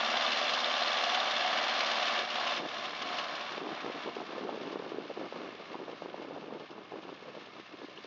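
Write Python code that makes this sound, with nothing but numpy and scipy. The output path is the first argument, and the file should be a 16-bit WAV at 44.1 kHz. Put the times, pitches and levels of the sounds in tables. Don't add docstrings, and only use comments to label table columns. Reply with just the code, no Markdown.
import sys
import numpy as np
from scipy import signal
from scipy.fft import rfft, irfft, next_fast_len
from scipy.io import wavfile
from scipy.ndimage import uniform_filter1d, map_coordinates

SR = 44100
rng = np.random.default_rng(int(sys.argv[2]) if len(sys.argv) > 2 else 0)


def file_out(sig):
    cols = np.atleast_2d(sig).T
    lim = np.clip(cols, -1, 1)
    pcm = np.round(lim * 32767).astype(np.int16)
    wavfile.write(sys.argv[1], SR, pcm)


def voltage_ratio(decibels):
    exponent = np.asarray(decibels, float) / 20
    return 10 ** exponent


N = 355754

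# t/s, f/Hz
FIRING_RATE = [
    (0, 73.9),
    (1, 73.4),
    (2, 72.5),
    (2.8, 72.7),
    (3.4, 71.3),
    (4.1, 69.2),
    (5.3, 68.3),
    (6.1, 64.2),
    (8.1, 63.7),
]
# t/s, turn (0 engine side, 1 rear), roar over knock level/dB
TURN = [(0, 0.012, 2), (.5, 0.048, -1.5), (1, 0.0076, 0), (1.5, 0.042, 1), (2, 0.026, 0.5),
        (2.45, 0.019, 0.5), (2.9, 0.14, 0), (3.4, 0.04, 3), (3.8, 0.16, 4.5), (4.2, 0.46, -0.5),
        (5.5, 0.66, -2.5), (7, 0.84, -5), (8.1, 0.62, -4.5)]
# roar level/dB, knock level/dB
CYLINDER_STRENGTH = [
    (-3.5, 5),
    (-7.5, 1.2),
    (-3, 0.3),
    (-11, 3),
]


def unit(x):
    return x / np.sqrt(np.mean(x ** 2) + 1e-20)


def along(points, hz):
    f, v = np.transpose(points)
    return np.interp(np.log(hz + 1), np.log(f + 1), v)


def curve(rows, column=1):
    rows = np.asarray(rows)
    return np.interp(np.arange(N) / SR, rows[:, 0], rows[:, column])


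def wobble(rate, order=3):
    knots = rng.standard_normal(int(N * rate / SR) + 4)
    at = np.arange(N) * rate / SR
    if order == 1:
        return np.interp(at, np.arange(len(knots)), knots)
    return map_coordinates(knots, [at], order=order)


def coloured(x, db_of):
    m = next_fast_len(N + 8192)
    return irfft(rfft(x, m) * voltage_ratio(db_of(np.fft.rfftfreq(m, 1 / SR))), m)[:N]


def humps(peaks):
    return lambda hz: sum(db / (1 + (2 * (hz - c) / w) ** 2) for c, w, db in peaks)


def blip(t, hz, turns):
    u = t * hz / turns
    return np.e * u * np.exp(-u) * np.sin(2 * np.pi * (hz * t + rng.random()))


def heard_db():
    # t/s, level/dB
    distance_level = [(0, -36.5), (.32, -34.5), (1.42, -36), (2.15, -35.5), (2.5, -36.5), (2.8, -41.5),
                      (3.2, -40), (3.5, -46), (4.0, -48), (4.5, -51), (5.0, -54), (5.7, -53), (6.3, -58),
                      (6.9, -57.5), (7.4, -56), (7.75, -57), (8.07, -55)]
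    # t/s of the lowest point, depth/dB
    ducks = [(2.262, 7), (2.545, 0.5), (2.632, 9.5), (2.93, 5), (3.06, 2), (3.259, 4), (3.629, 6.5),
             (3.86, 2.5), (4.11, 4), (4.23, 1.5), (4.46, 3), (4.78, 2.5), (4.97, 2), (5.57, 2), (5.79, 3.5),
             (6.19, -1.5), (6.53, 1), (6.69, 0), (6.75, 2), (7.0, 0.5), (7.05, 0)]
    attack_s, release_s = 0.06, 0.089
    s, depth_db = np.transpose(ducks)[..., None]
    late = np.arange(0, N, 64) / SR - s
    falling, recovering = np.clip(1 + late / attack_s, 0, 1), np.exp(-np.abs(late) / release_s)
    dips = depth_db * np.where(late < 0, falling, recovering)
    return curve(distance_level) - np.repeat(dips.sum(axis=0), 64)[:N]


def bursts(cycles, strength_db, scatter_db, fall, rest):
    firing = np.floor(4 * cycles).astype(int)
    luck_db = scatter_db * rng.uniform(-1.3, 1, firing[-1] + 1)
    size = voltage_ratio(np.asarray(strength_db)[firing % 4] + luck_db[firing])
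    shape = uniform_filter1d(size * np.exp(-fall * (4 * cycles - firing)), size=150)
    return unit((rest + shape) * rng.standard_normal(N))


def combustion(cycles):
    # f/Hz, level/dB per Hz
    side_on = [(35, -85), (60, -44), (200, -25), (222, -14), (238, -23.5), (274, -16.5), (410, -17.5),
               (492, -12), (738, -0.5), (960, -7), (1150, -5), (2430, -9), (3580, -5), (5470, -14),
               (7560, -36.5), (9830, -74.5), (16600, -120)]
    # f/Hz, level/dB per Hz
    rear_on = [(88, -36), (150, -11.5), (280, -2), (505, -9), (748, -3), (896, -10), (1110, -2.5),
               (1940, -12), (2140, -12), (2870, -12), (5020, -20.5), (6310, -32.5), (7560, -45.5),
               (9830, -75), (16600, -120)]
    # f/Hz, width/Hz, level/dB (negative = a
    panels = [(236, 89, 3.5), (590, 150, 4), (275, 16, -5), (670, 27, -0.5), (695, 130, -1), (1000, 26, 2),
              (1230, 260, 3), (1360, 150, -0.5), (1713, 120, 4), (2258, 60, 5.5), (2660, 690, 4.5),
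              (3570, 120, 2), (4240, 200, 3.5), (4370, 100, -6.5), (5140, 260, -2)]
    # f/Hz, width/Hz,
    # level/dB (negative = weaker)
    rear_parts = [(1040, 120, 4.5), (1790, 100, 4.5), (2153, 82, 8.5), (2260, 60, -4), (3020, 230, -1),
                  (3900, 120, -0.5), (4170, 160, -4), (5250, 200, 1)]
    roar_db, knock_db = np.transpose(CYLINDER_STRENGTH)
    roar = bursts(cycles, roar_db, scatter_db=2.5, fall=2.5, rest=.6)
    knock = bursts(cycles - .04, knock_db, scatter_db=2.2, fall=1.3, rest=0.56)
    high = lambda hz: 1 / (1 + (2100 / (hz + 1)) ** 4)
    blows = voltage_ratio(curve(TURN, column=2)) * coloured(roar, lambda hz: 10 * np.log10(1 - high(hz)))
    blows += coloured(knock, lambda hz: 10 * np.log10(high(hz)))
    side = coloured(blows, lambda hz: humps(panels)(hz) + along(side_on, hz))
    rear = coloured(blows, lambda hz: humps(panels + rear_parts)(hz) + along(rear_on, hz))
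    treble = lambda x: np.std(coloured(x, lambda hz: -99. * ((hz < 2000) | (hz > 6000))))
    return side / treble(side), rear / treble(rear)


def swell_db(multiple):
    # multiple of the cycle rate, t/s, half length/s, swell level/dB
    loads = [(40, 1.7, 0.73, 0), (40, .78, .1, 3), (40, 1.146, 0.099, 11), (40, 1.5, 0.12, 12.5),
             (40, 2.33, 0.073, 1), (40, 3.1, .1, 10), (20, 1.7, .4, 4), (16.2, 1.8, .5, 5.5),
             (27.5, 0.73, 0.53, 4), (57.4, 2.504, 0.061, 13), (61.5, 2.43, .1, 5.5), (57.4, 2.85, .15, 9),
             (57.4, 4, 0.19, 12.5), (107, 7.8, 0.34, 17), (138, 7.97, .12, 26), (40, 2.7, 0.18, 6),
             (40, 2.87, 0.13, -16), (37.2, 0.89, 1, 7.5), (33.1, 1.3, 0.86, 4.5), (57.4, 3.2, 0.35, 10),
             (61.5, 3.1, 0.42, 8), (65.3, 3.1, .35, 5.5), (97.3, 2.5, .4, 13.5), (107, 7.8, .2, 19),
             (13, 1.2, 0.86, -1)]
    t = np.arange(0, N, 64) / SR
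    near = [row for row in loads if abs(row[0] / multiple - 1) < .03]
    db = sum(db * np.exp(-((t - s) / half) ** 2) for k, s, half, db in near)
    return np.repeat(db + 0 * t, 64)[:N]


def shaft_tones(cycles):
    # multiple of the cycle rate, level/dB under the engine
    multiples = [(4, -40.5), (5, -61.5), (6, -53.5), (7, -50.5), (8, -48), (9, -47.5), (12, -39.5),
                 (13, -19.5), (13.8, -26), (16.2, -30.5), (18, -31), (19, -32), (20, -29.5), (21, -29.5),
                 (27.1, -20.5), (28, -25.5), (33.1, -18), (37.2, -19.5), (40, -14), (57.1, -18.5),
                 (61.5, -14), (65.3, -19), (97.3, -27), (107, -36.5), (138, -29.5)]
    out = np.zeros(N)
    for k, db in multiples:
        strength = voltage_ratio(db + swell_db(k) + 1.6 * wobble(5, order=1))
        out += strength * np.sin(2 * np.pi * k * cycles + .018 * k * wobble(7, order=1))
    return out


def clatter(cycles, turned, scatter_db):
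    # f/Hz, level/dB, t60/s, change from behind level/dB
    struck_parts = [(588.5, -0.5, 0.23, 5), (692, -3, 0.2, -0.5), (721.4, 0.5, 0.18, 1.5),
                    (1047, -1.5, 0.17, -0.5), (1158, 4, 0.06, -1.5), (1647, -5, 0.11, 1),
                    (2130, -12.5, 0.028, 2.5), (2900, 7, 0.013, -4.5), (3100, -9.5, 0.044, -3.5),
                    (3460, -7.5, 0.027, -1.5), (4086, 4.5, 0.078, -6.5), (4540, 0, 0.058, -3.5)]
    starts = np.flatnonzero(np.diff(np.floor(4 * cycles)))
    hz, db, t60, behind_db = np.transpose(struck_parts)[..., None].astype(np.float32)
    t, out = np.arange(SR // 32, dtype=np.float32) / SR, np.zeros(N + SR)
    dying = voltage_ratio(db - 60 * t / t60) * (1 - np.exp(-t / 0.0013)) * np.cos(np.pi / 2 * t / t[-1])
    lucks = rng.uniform(-1.2, 1, (len(starts), 3, len(struck_parts), 1)).astype(np.float32)
    for k, (s, (size, pitch, phase)) in enumerate(zip(starts, lucks)):
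        knock_db = CYLINDER_STRENGTH[(k + 1) % 4][1]
        level = voltage_ratio(knock_db + scatter_db * size + behind_db * np.float32(turned[s])) * dying
        ringing = np.sin(2 * np.pi * hz * (1 + .01 * pitch) * t + 1.8 * phase)
        out[s:s + len(t)] += np.sum(level * ringing, axis=0)
    return unit(out[:N])


def thump(cycles):
    ring_hz, late_cycles, second_db = 724, 0.0495, 0.5
    half = 2 * (cycles - late_cycles)
    since_s = half % 1 * 2 / curve(FIRING_RATE)
    u = since_s * ring_hz / 2.2
    strength = voltage_ratio(second_db * (np.floor(half) % 2) + 1.1 * wobble(30, order=1))
    return unit(strength * u * np.exp(-u) * np.sin(2 * np.pi * ring_hz * since_s))


def tappet(cycles):
    ring_hz, scatter_db, fade_db_per_s = 3543, 0.5, 5
    starts = np.flatnonzero(np.diff(np.floor(4 * cycles)))
    luck = rng.random((len(starts), 2))
    t, out = np.arange(SR // 150) / SR, np.zeros(N + SR)
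    for k, (s, (size, pitch)) in enumerate(zip(starts, luck)):
        db = CYLINDER_STRENGTH[(k + 1) % 4][1] + 2 * scatter_db * size - fade_db_per_s * s / SR
        out[s:s + len(t)] += voltage_ratio(db) * blip(t, ring_hz * (1 + .14 * (pitch - .5)), turns=14.0)
    return unit(out[:N])


def engine():
    first_cycle = .93
    cycles = first_cycle + np.cumsum(curve(FIRING_RATE)) / 4 / SR
    turned = np.clip(curve(TURN), 0, 1)
    side, rear = combustion(cycles)
    body = (1 - turned) * (side + 1.08 * shaft_tones(cycles)) + turned * rear
    body += voltage_ratio(-8.0 - 2.2 * turned) * clatter(cycles - .03, turned, scatter_db=4.0)
    body += voltage_ratio(-17.5) * (1 - turned) * thump(cycles)
    body += voltage_ratio(-21.5) * (1 - turned) * tappet(cycles - .03)
    return voltage_ratio(heard_db() + 1.0) * body


def harrow():
    # f/Hz, level/dB per Hz
    sand = [(500, -21.5), (1500, -5.5), (4000, -3), (6500, -18.5), (7800, -53)]
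    patchy = rng.standard_normal(N) * voltage_ratio(2.2 * wobble(12))
    hiss = unit(coloured(patchy, lambda hz: along(sand, hz)))
    return voltage_ratio(heard_db() - 6) * np.clip(curve(TURN) + .1, 0, 1) * hiss


def single_rings():
    # t/s, peak level/dB, f/Hz
    chirps = [(.004, -21, 3410), (.061, -22, 3550), (.172, -23, 3500), (.29, -24, 4000), (.658, -23, 4000),
              (.978, -25, 3600), (0.0465, -22, 3440), (0.2638, -20, 3570), (0.4809, -21.5, 3530),
              (0.547, -26, 3020), (0.644, -17, 3650), (0.702, -20, 3190), (0.74, -19.5, 3570),
              (0.824, -19.5, 3960), (0.834, -19, 4230), (0.881, -20, 4200), (0.169, -28, 1990),
              (.252, -35, 1160), (.272, -37, 1164), (0.873, -23, 3630), (0.9183, -19.5, 3580),
              (1.099, -20, 3530), (1.2012, -17.5, 3700), (1.3085, -20.5, 3720), (1.3638, -21, 3500),
              (1.8467, -23, 3700), (2.19, -22, 3630), (3.187, -32, 3000), (7.03, -44, 3100),
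              (7.787, -43, 3200), (7.975, -36, 2930)]
    out, t = np.zeros(N + SR), np.arange(SR // 80) / SR
    for s, db, hz in chirps:
        out[round(s * SR):][:len(t)] += voltage_ratio(db - 4.0) * blip(t, hz, turns=3.4)
    return out[:N]


def strokes():
    # t/s, peak level/dB
    hard_knocks = [(0.0991, -23), (0.1689, -24), (0.212, -36), (0.3166, -22), (0.3829, -29), (0.4388, -30),
                   (0.5331, -19), (0.7925, -31), (0.9686, -22.5), (1.028, -33), (1.1436, -20),
                   (1.1726, -27), (1.5707, -31), (1.7504, -28), (1.7778, -33), (1.8033, -18.5),
                   (1.9129, -22.5), (1.9564, -30), (2.0272, -32), (2.0676, -21), (2.3006, -26.5),
                   (2.345, -34), (2.3988, -30), (2.4712, -20), (2.6867, -32), (2.8498, -38), (3.0179, -26),
                   (3.0723, -39), (3.185, -25), (3.2115, -38), (3.2389, -42), (3.3502, -32), (3.593, -43),
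                   (3.805, -36), (4.023, -40), (4.1483, -37), (4.6292, -39), (4.7175, -38), (4.8327, -45),
                   (4.8896, -39), (5.2842, -50), (5.7766, -45), (5.8938, -46), (6.2171, -42), (6.4071, -47),
                   (6.5952, -43), (6.7062, -42), (6.8307, -52), (7.0192, -44), (7.1375, -44), (7.348, -50),
                   (7.4567, -42), (7.5971, -51), (7.6568, -49), (7.8478, -44), (7.8942, -41), (8.0371, -38)]
    # f/Hz, level/dB per Hz
    metal = [(900, -28), (2200, -5.5), (2950, 2.5), (3500, -4.5), (4800, -6), (6500, -19), (7800, -52)]
    rise_s = 0.0045
    size, u = np.zeros(N + SR), np.arange(SR // 30) / SR / rise_s
    for s, db in hard_knocks:
        size[round(s * SR):][:len(u)] += voltage_ratio(db - 12) * np.e * u * np.exp(-u)
    return size[:N] * unit(coloured(rng.standard_normal(N), lambda hz: along(metal, hz)))


def block():
    # t/s, peak level/dB, f/Hz
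    iron = [(0.126, -30, 716), (0.366, -28, 760), (0.439, -30, 603), (0.507, -31, 598), (0.684, -29, 732),
            (0.813, -27, 712), (1.012, -31, 732), (1.065, -30, 678), (1.119, -24, 745), (1.174, -22, 754),
            (1.447, -22, 733), (1.501, -28, 720), (1.585, -27, 593), (1.684, -29, 754), (2.017, -27, 708),
            (2.499, -23, 713)]
    # t/s, peak level/dB, f/Hz
    covers = [
        (0.6983, -31, 1150),
        (0.7367, -30, 1180),
        (0.822, -28, 1193),
        (0.8458, -28, 1190),
        (0.8939, -29, 1180),
        (0.9457, -30, 1180),
        (1.9165, -29, 1130),
        (2.0966, -27.5, 1130),
        (2.4265, -29, 1020),
        (2.469, -27.5, 1050),
    ]
    rise_s = .006
    out, t = np.zeros(N + SR), np.arange(SR // 20) / SR
    for s, db, hz in [*iron, *covers]:
        out[round(s * SR):][:len(t)] += voltage_ratio(db - 7.5) * blip(t, hz, turns=rise_s * hz)
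    return out[:N]


def over_sand(x, slide):
    # f/Hz, width/Hz, level/dB
    bounce = [
        (2450, 130, -5),
        (3850, 140, -10),
        (4380, 150, -5),
    ]
    blurs_s = 4.5
    near = coloured(x, humps(bounce))
    far = coloured(x, humps(np.array(bounce) * [slide, 1, 1]))
    t = np.arange(N) / SR
    gone = np.clip(t / 2.6, 0, 1)
    blurred = .6 * np.clip(t / blurs_s, 0, 1) ** 2
    return (1 - blurred) * ((1 - gone) * near + gone * far) + blurred * x


def gust_db():
    # start t/s, hold/s, buffeting level/dB
    gusts = [(2.142, 0.079, -48.5), (2.595, 0.058, -41), (2.787, 0.013, -49), (2.876, 0.08, -51),
             (3.03, 0.084, -48.5), (3.326, 0.039, -51), (3.516, 0.026, -48.5), (3.584, 0.046, -40.5),
             (3.63, 0.099, -42), (3.842, 0.048, -41.5), (3.946, 0.015, -43), (4.054, 0.035, -41),
             (4.168, 0.051, -42), (4.3, 0.4, -40.5), (4.702, 0.4, -44.5), (5.17, 0.09, -41.5),
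             (5.346, 0.14, -44.5), (5.5, .05, -49.5), (5.594, 0.016, -46.5), (5.702, 0.056, -47),
             (5.796, 0.13, -45), (6.02, 0.61, -45), (6.702, 0.095, -47.5), (6.92, 0.069, -44.5),
             (7.018, 0.12, -48), (7.261, 0.028, -44.5), (7.35, 0.026, -47), (7.414, .02, -52.5),
             (7.474, .025, -52), (7.548, 0.045, -52), (7.734, 0.016, -48.5), (7.775, .02, -52),
             (7.81, 0.042, -49), (7.88, .05, -58), (7.98, .01, -53), (8.06, .03, -48.5)]
    # t/s, half length/s, depth/dB
    still = [(4.195, .006, 9), (5.164, 0.0059, 3), (6.054, .005, 1), (6.52, .006, 3), (6.772, .006, 4),
             (7.273, .007, 8), (3.593, 0.011, 14), (3.635, 0.0092, 0), (3.922, .008, 10),
             (3.937, 0.0074, 8), (4.026, .015, 7), (4.15, 0.0097, 10), (4.313, 0.0063, 11),
             (4.346, 0.009, 12), (4.392, .01, 5), (4.58, 0.012, 19), (4.647, .012, 3), (4.78, 0.0071, 4),
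             (4.9, .012, 4), (5.078, .015, 7), (5.14, 0.0089, 12), (5.294, 0.012, 8), (5.655, 0.014, -1),
             (5.853, 0.01, 11), (6.072, 0.0061, 12), (6.01, .008, 8), (6.117, 0.013, 10), (6.164, .008, 10),
             (6.24, .008, 1), (6.264, 0.007, 8), (6.406, 0.016, 4), (6.455, 0.0088, 7), (6.587, 0.0082, 9),
             (6.63, .012, 2), (6.68, 0.013, 14), (6.746, 0.0064, 11), (6.908, 0.01, 6), (7.015, 0.0083, 10),
             (7.196, 0.011, 4), (7.516, .014, 8), (7.648, 0.032, 20), (7.764, .01, 14), (7.866, 0.014, 18),
             (8.02, .018, 14)]
    rise_db_per_s, fall_db_per_s, calm_db = 499, 302, -56.5
    s, hold, db = np.transpose(gusts)[..., None]
    t = np.arange(0, N, 64) / SR
    puffs = db - rise_db_per_s * np.clip(s - t, 0, None) - fall_db_per_s * np.clip(t - s - hold, 0, None)
    at, half, depth_db = np.transpose(still)[..., None]
    lulls = np.sum(depth_db * np.exp(-((t - at) / half) ** 2), axis=0)
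    return uniform_filter1d(np.repeat(np.maximum(puffs.max(axis=0), calm_db) - lulls, 64)[:N], size=64)


def buffeting():
    # f/Hz, level/dB per Hz
    buffet = [(15, -103), (25, -78), (43, -60), (51, -59.5), (150, -12), (317, 0), (422, -2.5),
              (849, -10.5), (1480, -18), (1800, -27.5), (2340, -50), (3960, -120)]
    flicks = (rng.random(N) < 330 / SR) * np.clip(rng.standard_normal(N), -1.5, 1.5)
    eddies = unit(flicks * voltage_ratio(0.91 * wobble(63)))
    flutter = coloured(eddies + 0.7 * rng.standard_normal(N), lambda hz: along(buffet, hz))
    return flutter / np.sqrt(np.abs(uniform_filter1d(flutter ** 2, size=1300)) + 1e-12)


def eddy_pops():
    # t/s, peak level/dB, f/Hz, crack over pop level/dB
    big_eddies = [(6.78, -37.5, 400, 1.5), (2.659, -27, 622, -12), (3.579, -27, 440, -9),
                  (3.669, -26.5, 361, 0), (3.863, -24.5, 430, -2.5), (3.899, -23, 457, -12),
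                  (4.089, -24, 960, -16), (4.166, -22.5, 434, -8), (4.202, -27, 800, -4),
                  (4.492, -25.5, 563, -1), (4.757, -20.5, 427, -8.5), (4.798, -23, 420, -16),
                  (4.919, -24, 418, -8), (4.984, -20, 416, -30), (5.101, -25, 533, -15),
                  (5.173, -27, 433, -5), (5.212, -22, 597, -9), (5.324, -25.5, 494, -7),
                  (5.744, -29, 900, -1), (5.753, -26, 382, -0.5), (6.021, -28.5, 535, -4),
                  (6.059, -25.5, 450, -7), (6.143, -27.5, 595, -6), (6.362, -26, 590, -9),
                  (6.524, -25.5, 421, -16), (6.921, -32, 350, 0), (7.091, -34.5, 379.3, 3),
                  (7.281, -33.5, 450, -5), (7.352, -32.5, 520, -13), (7.817, -30, 450, -5)]
    # t/s, peak level/dB, f/Hz
    thuds = [(2.609, -26, 490), (2.651, -24.5, 650), (3.614, -27, 400), (3.729, -30, 510),
             (3.845, -33, 597), (3.959, -29.5, 356), (4.058, -30, 520), (4.075, -24.5, 425),
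             (4.216, -26.5, 670), (4.334, -33, 483), (4.38, -23.5, 463), (4.45, -24, 382),
             (4.542, -29, 493), (4.575, -25, 438), (4.667, -30, 440), (4.728, -26, 402), (4.768, -26, 540),
             (4.863, -28, 449), (4.945, -28, 407), (4.955, -35, 494), (5.111, -24.5, 482),
             (5.232, -34, 412), (5.266, -32, 514), (5.361, -27.5, 430), (5.405, -30, 420),
             (5.444, -33, 451), (5.607, -33.5, 410), (5.714, -38, 411), (5.8, -31, 488), (5.814, -31, 400),
             (5.828, -30, 449), (5.881, -30, 505), (5.896, -30, 536), (5.914, -38, 380),
             (5.933, -31.5, 473), (6.034, -36, 500), (6.197, -34, 368), (6.221, -33, 541),
             (6.248, -33, 499), (6.309, -28, 470), (6.38, -29.5, 501), (6.438, -34, 403), (6.484, -29, 455),
             (6.549, -34, 422), (6.559, -33, 390), (6.598, -35, 453), (6.818, -38, 381), (6.939, -30, 429),
             (6.959, -32, 548), (7.081, -35, 405), (7.124, -35, 320), (7.225, -34, 467),
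             (7.374, -30.5, 470), (7.597, -33, 360), (7.739, -35, 392), (7.833, -37, 383),
             (7.844, -29.5, 302), (7.884, -34.5, 376), (7.984, -32.5, 414), (8.045, -31.5, 426)]
    rows = [(*pop, 0.61) for pop in big_eddies]
    rows += [(s, db + 0.5, hz, -11, 0.65) for s, db, hz in thuds]
    out, t = np.zeros(N + SR), np.arange(SR // 40) / SR
    for s, db, hz, crack_db, turns in rows:
        crack = voltage_ratio(crack_db + 6.5 - hz / 150) * blip(t, 870, turns=0.59)
        out[round(s * SR):][:len(t)] += voltage_ratio(db - 5.5) * (blip(t, hz, turns=turns) + crack)
    return coloured(out[:N], lambda hz: -20 * np.log10(1 + (140 / (hz + 1)) ** 4.0))


def wind():
    onset = np.clip((np.arange(N) / SR - 2.15) / 0.05, 0, 1)
    low_band = lambda hz: -20 * np.log10(1 + (hz / 200) ** 3 + (130 / (hz + 1)) ** 3.0)
    draught = unit(coloured(rng.standard_normal(N), low_band))
    gusts_db = gust_db()
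    draught_db = -65.0 + 0.15 * (gusts_db + 51.0)
    return onset * (voltage_ratio(gusts_db) * buffeting() + voltage_ratio(draught_db) * draught) + eddy_pops()


def scene():
    tractor = engine() + single_rings() + strokes() + block()
    return (over_sand(tractor, slide=1.031) + harrow() + wind())[None]


def low_pass(x):
    return signal.sosfilt(signal.butter(12, 7710, fs=SR, output="sos"), x)


def record(dry):
    bass_cut = lambda hz: -20 * np.log10(1 + (75 / (hz + 1)) ** 4)
    band = lambda hz: bass_cut(hz) - 60 * np.clip((hz - 7200) / 800, 0, 1) ** 2
    return low_pass(coloured(dry[0], band)[None])


dry = scene()
out = record(dry)
file_out(out)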